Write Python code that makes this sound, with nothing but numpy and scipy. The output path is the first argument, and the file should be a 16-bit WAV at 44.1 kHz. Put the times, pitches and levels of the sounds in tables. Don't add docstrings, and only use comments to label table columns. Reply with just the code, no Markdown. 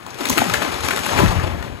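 import sys
import numpy as np
from scipy import signal
from scipy.fft import rfft, irfft, next_fast_len
from scipy.io import wavfile
from scipy.ndimage import uniform_filter1d

SR = 44100
rng = np.random.default_rng(int(sys.argv[2]) if len(sys.argv) > 2 else 0)


def unload_audio(sound):
    columns = np.transpose(np.atleast_2d(sound))
    steps = np.round(np.clip(columns, -1, 1) * 32767)
    wavfile.write(sys.argv[1], SR, steps.astype(np.int16))


def to_linear_factor(level_db):
    exponent = np.asarray(level_db, float) / 20
    return 10 ** exponent


N = 79380


def evened(x):
    return x / np.sqrt(np.mean(x ** 2) + 1e-20)


def read(points, hz):
    f, value = np.transpose(points)
    return np.interp(np.log(hz + 1), np.log(f + 1), value)


def add(mix, s, sound):
    part = mix[round(s * SR):][:len(sound)]
    part += sound[:len(part)]


def colour(x, gain):
    size = next_fast_len(N + 4096)
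    hz = np.fft.rfftfreq(size, 1 / SR)
    return irfft(rfft(x, size) * gain(hz), size)[..., :N]


# t/s, brush crackle level/dB, brightness level/dB, trunk groan level/dB
FALL_COURSE = [(0, -41, -3, -42.5), (0.168, -39.5, 0, -41), (0.219, -31, 3, -38.5), (.32, -31, 6.5, -33.5),
               (.45, -29, 4, -45), (.66, -27, -0.5, -40), (.79, -32, 2, -43.5), (.85, -27, 4, -28),
               (.97, -32, 5, -37), (1.02, -32, 8, -32.5), (1.169, -23, -0.5, -30.5),
               (1.208, -23.5, 0.5, -13), (1.29, -28.5, 1, -51), (1.4, -29, -6, -31.5),
               (1.582, -33.5, -7, -28), (1.8, -41.5, -6.5, -35.5)]


def control(axis):
    table = np.array(FALL_COURSE)
    return np.interp(np.arange(N) / SR, table[:, 0], table[:, axis])


# f/Hz, level/dB
BRUSH_SPECTRUM = [(60, -16), (250, 7), (900, 5.5), (2500, -1.5), (4200, -12), (6000, -21.5), (12000, -28.5),
                  (16000, -47)]
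BRUSH_DB, RUSTLE_DB, USUAL_BRIGHT_DB, CLUMP_DB = 5, 3, -11, 1.6
TWIGS_PER_S, TWIG_SPREAD_DB, TWIG_CYCLES = 4000, 3.0, 2.5


def brush():
    clumps = uniform_filter1d(rng.standard_normal(N), 500)
    clumps = evened(uniform_filter1d(clumps, 500))
    size = to_linear_factor(TWIG_SPREAD_DB * np.minimum(rng.exponential(1, N), 3))
    size = size * (rng.random(N) < TWIGS_PER_S / SR)
    kind = rng.integers(0, 24, N)
    t = np.arange(1500) / SR
    twigs = np.zeros(N)
    for k, hz in enumerate(np.geomspace(250, 14000, 24)):
        grain = np.exp(-t * hz / TWIG_CYCLES) * np.sin(2 * np.pi * hz * t)
        grain = grain / np.linalg.norm(grain) * np.sqrt(hz)
        twigs += signal.oaconvolve(size * (kind == k), grain)[:N]
    mix = evened(twigs) + to_linear_factor(RUSTLE_DB) * rng.standard_normal(N)
    full = colour(mix, lambda hz: to_linear_factor(read(BRUSH_SPECTRUM, hz)))
    treble = colour(full, lambda hz: 1 / (1 + (4500 / (hz + 1)) ** 4))
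    bright = full + (to_linear_factor(control(axis=2) - USUAL_BRIGHT_DB) - 1) * treble
    return to_linear_factor(BRUSH_DB + control(axis=1) + CLUMP_DB * clumps) * bright / full.std()


# f/Hz, level/dB
GROAN_SPECTRUM = [(25, -9), (50, -10.5), (75, -2.5), (110, -4.5), (200, -6), (320, -8.5), (600, -45.5)]
GROAN_DB = 0.5


def groan():
    rumble = colour(rng.standard_normal(N), lambda hz: to_linear_factor(read(GROAN_SPECTRUM, hz)))
    return to_linear_factor(GROAN_DB + control(axis=3)) * evened(rumble)


SNAP_DB, TICK_DB, TEAR_DB, TICK_S = 1, 6.5, -12.5, 0.00043
SPLINTERS, RING_CYCLES, SPREAD_OCT = 14, 2.3, 1.3


def snap(level_db, ring_hz, treble_db, length):
    luck = rng.random((SPLINTERS, 3))
    hiss = rng.standard_normal(4000)
    t = np.arange(1600) / SR
    body, edge = np.zeros(4000), np.zeros(4000)
    length = np.clip(length, .002, .03)
    for k, (when, size, detune) in enumerate(luck):
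        hz = ring_hz * 2 ** (SPREAD_OCT * (detune - .4) * (k % 3 > 0))
        late = (k > 0) * when * length
        force = (.5 + .5 * size) * np.exp(-late / length) * (-1) ** k
        force *= min(0.22 + 4 * late / length, 1)
        ring = np.exp(-t * hz / RING_CYCLES) * np.sin(2 * np.pi * hz * t)
        tick_hz = 3500 + 9000 * detune ** 2.45
        tick = np.exp(-t / TICK_S) * np.sin(2 * np.pi * tick_hz * t)
        add(body, late, force * ring)
        add(edge, late, (force + (k == 0)) * tick)
    u = np.arange(4000) / SR / length
    fade = np.exp(-1.5 * u) * np.minimum(6 * u, 1)
    tear = signal.lfilter([1], [1, -np.exp(-4 * np.pi * ring_hz / SR)], hiss)
    body = body / abs(body).max() + to_linear_factor(TEAR_DB) * evened(tear) * fade
    edge = edge / abs(edge).max() + 0.16 * hiss[::-1] * fade
    return to_linear_factor(level_db + SNAP_DB) * (body + to_linear_factor(treble_db + TICK_DB) * edge)


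# t/s, peak level/dB, ring f/Hz, treble level/dB, length/s
LIMB_SNAPS = [(.064, -21.5, 1160, -10, 0.0048), (.105, -34.5, 1490, 3, 0.0078),
              (.144, -33.5, 3570, 2, 0.0046), (.188, -24, 1160, -7.5, 0.0047), (.207, -19, 1140, -5, .01),
              (.254, -12, 2420, -4, 0.007), (.268, -17, 3700, -13, 0.0032), (.28, -24, 4140, -7, 0.0016),
              (.288, -19.5, 3440, 3, 0.0031), (.2975, -11.5, 1080, 2.5, 0.007),
              (.327, -14.5, 2160, -23, 0.006), (.374, -6.5, 1560, -17, 0.0058),
              (.379, -3, 2550, -13.5, 0.0031), (.384, -4, 1600, -14, 0.003), (.388, -9, 2490, -10, .007),
              (.403, -15, 2330, -20, 0.0037), (.44, -11.5, 2230, -12, 0.0044),
              (.488, -23, 1500, -11, 0.0044), (.4975, -16.5, 2320, -4, 0.0029),
              (.4995, -13, 2070, -30, 0.0032), (.5377, -12.5, 2400, 0, .002), (.539, -3, 1937, -21, 0.008),
              (.554, -13, 2370, -36, 0.0047), (.62, -8.5, 1270, -36, 0.011), (.648, -11, 2040, -16, .004),
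              (0.74, -16, 3000, -34, 0.0045), (0.806, -15, 1320, -15, 0.0063),
                 (0.847, -15, 1340, -11.5, 0.013), (.864, -16, 1670, -13, 0.0033),
                 (0.885, -5, 1500, -11, 0.0033), (0.906, -6, 1870, -29, .011),
                 (0.932, -14, 1160, -19, 0.0087), (0.962, -12, 2240, -8, 0.003),
                 (0.972, -9, 2010, -30, 0.0039), (0.978, -14.5, 1380, -14, 0.0065),
                 (0.99, -13.5, 1960, -8, 0.0047), (1.034, -15, 3000, -29, 0.005),
                 (1.058, -13, 1840, -22, 0.0056), (1.063, -12, 1110, -10, 0.0066),
                 (1.09, -16, 1640, -28, 0.0068), (1.13, -11, 900, -29, 0.01),
                 (1.163, -13.5, 1120, -34, .01), (1.175, -8, 2230, -32, 0.0083),
                 (1.187, -3.5, 1830, -40, 0.0066), (1.2, -5, 915, -42, 0.00813),
                 (1.217, -10.5, 1080, -27, 0.013), (1.258, -11.5, 1870, -25, 0.0078),
                 (1.306, -13, 800, -28, 0.0167), (1.397, -13.5, 1270, -28, 0.00397),
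                 (1.6252, -17.5, 1850, -23, .005)]


def breaking_limbs():
    limbs = np.zeros(N)
    for s, *settings in LIMB_SNAPS:
        add(limbs, s, snap(*settings))
    return limbs


THUD_DB, THUD_OVERTONE = 2, 0.19
THUD_SAG, THUD_WOBBLE, THUD_LUMP_DB = .06, .08, 1.5


def blow(level_db, pitch_hz, length):
    u = np.arange(0, length, 1 / SR) / length
    luck = rng.standard_normal((32, 2))
    cycle = u * length * pitch_hz
    wobble, lumps = (np.interp(cycle, np.arange(len(row)), row) for row in luck.T)
    pitch = pitch_hz * (1 + THUD_SAG * (1 - 2 * u) + THUD_WOBBLE * wobble)
    turns = np.cumsum(pitch) / SR
    wave = np.sin(2 * np.pi * turns) - THUD_OVERTONE * np.cos(4 * np.pi * turns)
    swell = abs(np.sin(np.pi * u)) ** 0.68
    return to_linear_factor(level_db + THUD_DB + THUD_LUMP_DB * lumps) * swell * wave


# t/s, peak level/dB, pitch f/Hz, length/s
TRUNK_KNOCKS = [(.197, -22, 332, 0.019), (.21, -24, 279, 0.022), (.256, -21.5, 291, 0.02),
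                (.284, -24.5, 296, 0.026), (.298, -18, 254, 0.021), (.3, -27, 81.4, 0.04),
                (.328, -21, 192, 0.015), (.357, -23, 219, 0.025), (0.374, -13, 300, 0.019),
                (.388, -21.5, 121, 0.026), (.393, -20, 304, 0.019), (.41, -15.5, 253, 0.022),
                (.4175, -6, 758, 0.0049), (.455, -23, 209, 0.031), (.479, -20, 186, 0.019),
                (0.4988, -15.5, 1284, .006), (0.506, -22.5, 114, 0.034), (.565, -25.5, 83, 0.037),
                (.61, -26, 192, .018), (.64, -22.5, 292, 0.031), (.671, -25, 286, 0.017),
                (.68, -29, 88, 0.037), (.73, -27.5, 70.5, 0.047), (.797, -26, 74.4, 0.026),
                (.83, -26, 443, 0.016), (.84, -21, 111, 0.016), (.883, -21.5, 272, 0.013),
                (.9, -25, 295, 0.021), (.928, -24.5, 400, 0.027), (.978, -33, 165, 0.026)]


def knocks():
    trunk = np.zeros(N)
    for s, *settings in TRUNK_KNOCKS:
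        add(trunk, s, blow(*settings))
    return trunk


# t/s, peak level/dB, pitch f/Hz, length/s
GROUND_THUDS = [(1.115, -23, 96, 0.031), (1.139, -19, 114, 0.03), (1.161, -20, 78, 0.024),
                (1.185, -15, 108, .02), (1.19, -14, 357, .022), (1.207, -12, 167, 0.012),
                (1.217, -11.5, 117, .018), (1.227, -8, 283.6, 0.0185), (1.231, -7, 193, 0.0192),
                (1.244, -5.5, 95.7, 0.027), (1.255, -13, 171, 0.012), (1.279, -10, 60, .03),
                (1.315, -22.5, 177, 0.029), (1.329, -15.5, 88.5, 0.017), (1.358, -11, 97, 0.02),
                (1.379, -11.5, 79.4, 0.0205), (1.428, -12.5, 91, 0.028), (1.458, -29, 73, 0.03),
                (1.482, -20.5, 68, 0.034), (1.518, -17.5, 75, 0.034), (1.581, -25.5, 67.4, .055),
                (1.678, -30.5, 100, 0.043), (1.708, -26.5, 62, .036), (1.75, -32.5, 97, 0.048)]


def thuds():
    trunk = np.zeros(N)
    for s, *settings in GROUND_THUDS:
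        add(trunk, s, blow(*settings))
    return trunk


# f/Hz, t/s
FOREST_DECAY = [(100, 0.63), (1000, 0.64), (4000, 0.57), (12000, 0.48)]


def forest(x):
    taps = np.zeros((2, SR // 2))
    at = np.arange(200, SR // 2 - 20, 20)
    at = at + rng.integers(0, 20, (2, len(at)))
    np.put_along_axis(taps, at, rng.choice([-1., 1.], at.shape), 1)
    hz, t, z = signal.stft(taps, SR, nperseg=256)
    decay = to_linear_factor(-60 * t / read(FOREST_DECAY, hz)[:, None])
    tail = signal.istft(z * decay, SR, nperseg=256)[1]
    return signal.fftconvolve(x[None], tail / np.linalg.norm(tail[0]), axes=1)[:, :N]


SCATTER_S = .04


def scatter(x):
    late = np.cumsum(rng.random(400)) * 2 * np.pi * SCATTER_S * SR / 800
    grid_hz = np.linspace(0, SR / 2, 400)
    return colour(x, lambda hz: np.exp(-1j * np.interp(hz, grid_hz, late)))


ECHO_DB, SNAP_ECHO_DB, THUD_ECHO_DB = -9.5, -8, -10.5


def scene():
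    bed = brush() + groan()
    limbs = breaking_limbs()
    trunk = knocks() + thuds()
    wet = forest(to_linear_factor(ECHO_DB) * bed + to_linear_factor(SNAP_ECHO_DB) * limbs + to_linear_factor(THUD_ECHO_DB) * trunk)
    heard = limbs + trunk + bed + wet[0]
    return np.array([heard, scatter(heard - .5 * wet[0] + .5 * wet[1])])


# f/Hz, level/dB
RIGHT_SHADE = [(120, -12), (300, -6), (950, -5), (1450, -9.5), (1900, -18.5), (4650, -15), (5300, -6),
               (6500, -.3)]
# f/Hz, phase/rad
RIGHT_PHASE = [(60, 1.5), (700, 1.7), (1600, .85), (2000, 2.0), (2600, 3.9), (4200, 6.7), (5200, 9.9),
               (6750, 12.57)]
# f/Hz, shared amplitude/1
COHERENCE = [(60, .75), (300, .85), (1500, .85), (2200, .55), (4600, .45), (6000, .6), (6800, .9),
             (15000, .86)]
PORT_LEAD_S, LEAD_FROM_HZ = .000222, 6750


def ports(dry):
    def same(hz):
        return np.clip(read(COHERENCE, hz), 0, 1)

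    def turn(hz):
        return read(RIGHT_PHASE, hz) + 2 * np.pi * PORT_LEAD_S * np.maximum(hz - LEAD_FROM_HZ, 0)

    right = colour(dry[0], same) + colour(dry[1], lambda hz: np.sqrt(1 - same(hz) ** 2))
    right = colour(right, lambda hz: to_linear_factor(read(RIGHT_SHADE, hz)) * np.exp(1j * turn(hz)))
    return colour(np.array([dry[0], right]), lambda hz: 1 / (1 + (35 / (hz + 1)) ** 4))


LIMIT, KNEE = .88, .65


def limiter(pair):
    over = np.maximum(abs(pair) - KNEE, 0)
    bent = (LIMIT - KNEE) * np.tanh(over / (LIMIT - KNEE))
    return np.sign(pair) * (np.minimum(abs(pair), KNEE) + bent)


GATE_FROM_HZ, GATE_UNDER_DB, GATE_CREST_DB = 6000, 6, 10.3
FAINT_FROM_HZ, FAINT_DB, STEADY_EDGE_HZ, GRID = 13000, -84, 15300, 702


def gate(pair):
    pair = np.pad(pair, ((0, 0), (GRID, 0)))
    mid_side = np.array([pair[0] + pair[1], pair[0] - pair[1]]) / 2
    hz, t, z = signal.stft(mid_side, SR, nperseg=2048, noverlap=1024)
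    power = uniform_filter1d(abs(z) ** 2, size=32, axis=1)[:, np.arange(1025) // 16 * 16]
    band_db = 10 * np.log10(power + 1e-20)
    hz = hz[:, None]
    under_db = GATE_UNDER_DB / np.where(hz > FAINT_FROM_HZ, 2, 1)
    weak = (band_db < band_db[::-1] - under_db) & (hz > GATE_FROM_HZ)
    faint = (band_db < FAINT_DB) & (hz > FAINT_FROM_HZ) | (hz > STEADY_EDGE_HZ)
    fast = uniform_filter1d(np.diff(pair[0], prepend=0) ** 2, size=128)
    frames = np.pad(fast, (1536, 3072), "edge")
    frames = frames[np.arange(len(t))[:, None] * 1024 + np.arange(2048)]
    steady = frames[:, 1024:].max(1) < to_linear_factor(2 * GATE_CREST_DB) * frames[:, :1024].mean(1)
    kept = z * ~((weak | faint) & steady)
    mid, side = signal.istft(kept, SR, nperseg=2048, noverlap=1024)[1][:, GRID:GRID + N]
    return np.array([mid + side, mid - side])


def low_pass(x):
    return signal.sosfilt(signal.butter(12, 16830, fs=SR, output="sos"), x)


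def record(dry):
    pair = limiter(ports(dry))
    pair = colour(pair, lambda hz: 1 / (1 + (hz / 16000) ** 80))
    return low_pass(gate(pair))


dry = scene()
out = record(dry)
unload_audio(out)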